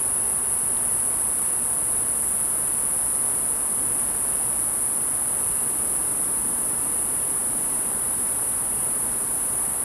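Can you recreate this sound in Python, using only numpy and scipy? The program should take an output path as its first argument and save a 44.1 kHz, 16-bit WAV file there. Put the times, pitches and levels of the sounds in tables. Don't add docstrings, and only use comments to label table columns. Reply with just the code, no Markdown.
import sys
import numpy as np
from scipy import signal
from scipy.fft import rfft, irfft, next_fast_len
from scipy.io import wavfile
from scipy.ndimage import map_coordinates

SR = 44100
rng = np.random.default_rng(int(sys.argv[2]) if len(sys.argv) > 2 else 0)


def to_wav(s):
    ch = np.atleast_2d(s).T
    pcm = np.round(np.clip(ch, -1, 1) * 32767)
    wavfile.write(sys.argv[1], SR, pcm.astype(np.int16))


N = 433944
TIME_S = np.arange(N) / SR

# start_s, posture (0-2)
POSTURE_PATH = [(0, 0), (1.6, 0), (2.15, .4), (2.3, 1.4), (3.8, .85), (4.7, 1.3), (9.84, 2)]
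# delay_ms, click_db (relative)
TYMBAL_RIBS = [(0, 5), (1.151, -9), (1.998, -2.5), (2.751, -5), (3.599, 8), (5.3, 0.5)]
# pitch_hz, posture_0_db, posture_1_db, posture_2_db
BODY_MODES = [(7648, -54, -55, -56), (8225, -49, -51, -51), (8514, -42, -45, -47), (8947, -47, -44, -42),
              (9091, -41, -37, -37), (9235, -39, -40, -39), (9524, -37, -36, -43), (9668, -41, -48, -42),
              (9957, -38, -32, -34), (10101, -40, -35, -36), (10245, -27, -29, -31), (10390, -31, -37, -36),
              (10534, -43, -43, -40), (10678, -38, -35, -36), (11111, -40, -39, -42),
              (11255, -40, -39, -39), (11833, -50, -48, -43), (12410, -56, -51, -54),
              (12698, -54, -59, -57)]
# pitch_hz, level_db (relative)
CLICK_COLOUR = [(3000, -50), (6700, -28), (7500, -13), (8400, -9), (9200, -2), (9750, -5), (10290, 3),
                (10580, -14), (10800, -4), (11300, -3), (11580, -14), (12700, -15), (13400, -22),
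                (14600, -30)]
# (relative, per Hz)
WASH_COLOUR = [(12, -30), (22, -17), (45, -0.5), (85, -4.5), (125, -1.5), (300, -3.5), (560, -5),
               (880, -3.5), (1250, -6), (1700, -11), (2400, -17), (3300, -20.5), (4600, -23.5),
               (9000, -26.5)]
HISS_COLOUR = [(2500, -22), (5000, -21.5), (9000, 30), (15000, -11)]
TRAFFIC_COLOUR = [(70, -23), (150, -4.5), (280, 0), (420, -5), (700, -20), (1500, -50)]
# pitch_hz, level_db (rms, before the fan's trim and flutter)
FAN_TONES = [(59.2, -53), (114.4, -55.5), (232.8, -54), (294.7, -58.5), (411.8, -55.5), (471.0, -58),
             (530.3, -59), (588.1, -61), (1162.8, -60.5), (1999.9, -66.5)]
# start_s, onset_db (rms of the noise as the decay begins)
TWIG_TICKS = [(.768, -36)]
# pitch_hz, width_hz (of each resonator), level_db (rms, before wavering)
INSECT_BANDS = [(2780, 230, -62), (5400, 95, -66), (6340, 110, -66.5)]
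# peak_s, strength (0-1)
RASPS = [(2.26, 0.9), (4.18, .35), (5.88, .3), (9.35, 0.2)]
# nearest_s, level_db, half_length_s
VEHICLE_PASSES = [(2.4, -50, .3), (3.9, -45.5, .25), (6.3, -44, 0.73), (7.7, -45.5, 1), (9.0, -45.5, 0.38)]

FRESH_HZ, SETTLED_HZ, SETTLE_S = 144.85, 144.08, 2.4
SONG_DB, FADE_DB_PER_S = -22.5, 0.3275
SCATTER_US, SCATTER_US_PER_S = 10.2, 0.31
BARE_DB, BARE_DB_PER_S = -9.5, 0.45
FIDGET_S, FIDGET_US, FIDGET_DB = 0.063, 9, 7
THROB_DEPTH, THROB_AT_S, THROB_S = 0.58, 2.8, 5.6
TOP_HZ = 15150


def amp(db):
    return 10 ** (np.asarray(db) / 20)


def unit(x):
    return x / np.sqrt(np.mean(x ** 2) + 1e-20)


def along(points, hz):
    point_hz, values = np.transpose(points)
    return np.interp(np.log(hz + 1), np.log(point_hz + 1), values)


def wobble(rate):
    knots = rng.standard_normal(int(N * rate / SR) + 4)
    return map_coordinates(knots, [np.arange(N) * rate / SR])


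def hump(at_s, half_s):
    return np.exp(-((TIME_S - at_s) / half_s) ** 2)


def filtered(x, response):
    size = next_fast_len(N + 8192)
    spectrum = rfft(x, size) * response(np.fft.rfftfreq(size, 1 / SR))
    return irfft(spectrum, size)[..., :N]


def noise(colour):
    return unit(filtered(rng.standard_normal(N), lambda hz: amp(along(colour, hz))))


def resonate(x, hz, width_hz):
    b, a = signal.iirpeak(hz, hz / width_hz, SR)
    once = signal.lfilter(b, a, x)
    return signal.lfilter(b, a, once)


def pulses(at, sizes, order=8):
    index = np.floor(at).astype(int)[:, None] + np.arange(1 - order, order + 1)
    offset = index - at[:, None]
    shape = np.sinc(offset) * np.cos(np.pi * offset / (2 * order)) ** 2
    weights = sizes[:, None] * shape * (index >= 0)
    return np.bincount(np.clip(index, 0, N).ravel(), weights.ravel(), N + 1)[:N]


def contractions(waver=0.000702):
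    rate_hz = SETTLED_HZ + (FRESH_HZ - SETTLED_HZ) * np.exp(-TIME_S / SETTLE_S)
    return np.cumsum(rate_hz * (1 + waver * wobble(16))) / SR


def rib_clicks(cycles, scatter_us, looseness=1.85, lag_us=7, size_db=1.0, slip_us=3):
    starts = np.interp(np.arange(int(cycles[-1])), cycles, np.arange(N))
    scatter = scatter_us[starts.astype(int)]
    lag = lag_us * (np.arange(len(starts)) % 2)
    slip = lag + slip_us * rng.standard_normal(len(starts))
    firm, loose = [], []
    for delay_ms, click_db in TYMBAL_RIBS:
        jitter, strength, crumple = rng.standard_normal((3, len(starts)))
        at = starts + SR * (delay_ms / 1e3 + (slip + scatter * jitter) / 1e6)
        sizes = amp(click_db + size_db * strength)
        loose_at = at + SR * looseness * scatter * crumple / 1e6
        firm.append(pulses(at, sizes))
        loose.append(pulses(loose_at, sizes))
    return firm, sum(loose)


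def body(ribs, width_hz=130, count=3):
    posture = np.interp(TIME_S, *np.transpose(POSTURE_PATH))
    ring, power = np.zeros(N), np.zeros(N)
    for k, (hz, *posture_db) in enumerate(BODY_MODES):
        gain = np.interp(posture, np.arange(len(posture_db)), amp(posture_db))
        ring += gain * unit(resonate(ribs[k % count], hz, width_hz))
        power += gain ** 2
    return ring / np.sqrt(power)


def leaves(x, t60, echo_db):
    tail_s = np.arange(SR // 10) / SR
    tail = rng.standard_normal(len(tail_s)) * amp(-60 * tail_s / t60)
    echoes = unit(signal.oaconvolve(x, tail)[:N])
    return unit(unit(x) + amp(echo_db) * echoes)


def cicada():
    fidget = sum(strength * hump(s, FIDGET_S) for s, strength in RASPS)
    scatter_us = SCATTER_US + SCATTER_US_PER_S * TIME_S + FIDGET_US * fidget
    bare_gain = amp(BARE_DB + BARE_DB_PER_S * TIME_S + FIDGET_DB * fidget)
    cycles = contractions()
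    ribs, bare = rib_clicks(cycles, scatter_us)
    coloured = filtered(bare, lambda hz: amp(along(CLICK_COLOUR, hz)))
    clicks = leaves(coloured, t60=0.052, echo_db=4)
    depth = THROB_DEPTH * hump(THROB_AT_S, THROB_S)
    crest = 0.28
    throb = (1 + depth * np.cos(2 * np.pi * (cycles - crest))) / np.sqrt(1 + depth ** 2)
    ringing = unit(throb * body(ribs))
    song = (ringing + bare_gain * clicks) / np.sqrt(1 + bare_gain ** 2)
    return amp(SONG_DB - FADE_DB_PER_S * TIME_S) * unit(song)


def town():
    wash = amp(-38.5 + 0.22 * wobble(2.99)) * noise(WASH_COLOUR)
    passing = sum((amp(db) * hump(s, half_s)) ** 2 for s, db, half_s in VEHICLE_PASSES)
    traffic = np.sqrt(passing + amp(-53) ** 2) * noise(TRAFFIC_COLOUR)
    return wash + traffic + amp(-55.0) * noise(HISS_COLOUR)


def far_insects(waver_db=2.5):
    total = np.zeros(N)
    for hz, width_hz, db in INSECT_BANDS:
        band = unit(resonate(rng.standard_normal(N), hz, width_hz))
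        total += amp(db + waver_db * wobble(4)) * band
    return total


def fan(drift_hz=1.593, flutter_db=1.0, trim_db=0.54):
    total = np.zeros(N)
    for hz, db in FAN_TONES:
        level = amp(db + trim_db + flutter_db * wobble(3.7))
        turns = hz * TIME_S + drift_hz * np.cumsum(wobble(5)) / SR
        total += level * np.sqrt(2) * np.sin(2 * np.pi * turns)
    return total


def twig(hz=3400, width_hz=1100, t60=0.019):
    envelope = sum(amp(db - 60 * np.abs(TIME_S - s) / t60) * (TIME_S >= s) for s, db in TWIG_TICKS)
    return envelope * unit(resonate(rng.standard_normal(N), hz, width_hz))


def scene():
    mono = cicada() + town() + far_insects() + fan() + twig()
    return np.array([mono, mono])


def record(dry, left_hz=180, right_hz=28, alike_hz=1150):
    def ports(hz):
        ratio = (1j * hz + right_hz) / (1j * hz + left_hz)
        side = (ratio - 1) / (ratio + 1) / (1 + (hz / alike_hz) ** 4)
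        return np.array([1 + side, 1 - side])
    return filtered(dry, lambda hz: ports(hz) * (hz < TOP_HZ))


dry = scene()
out = record(dry)
to_wav(out)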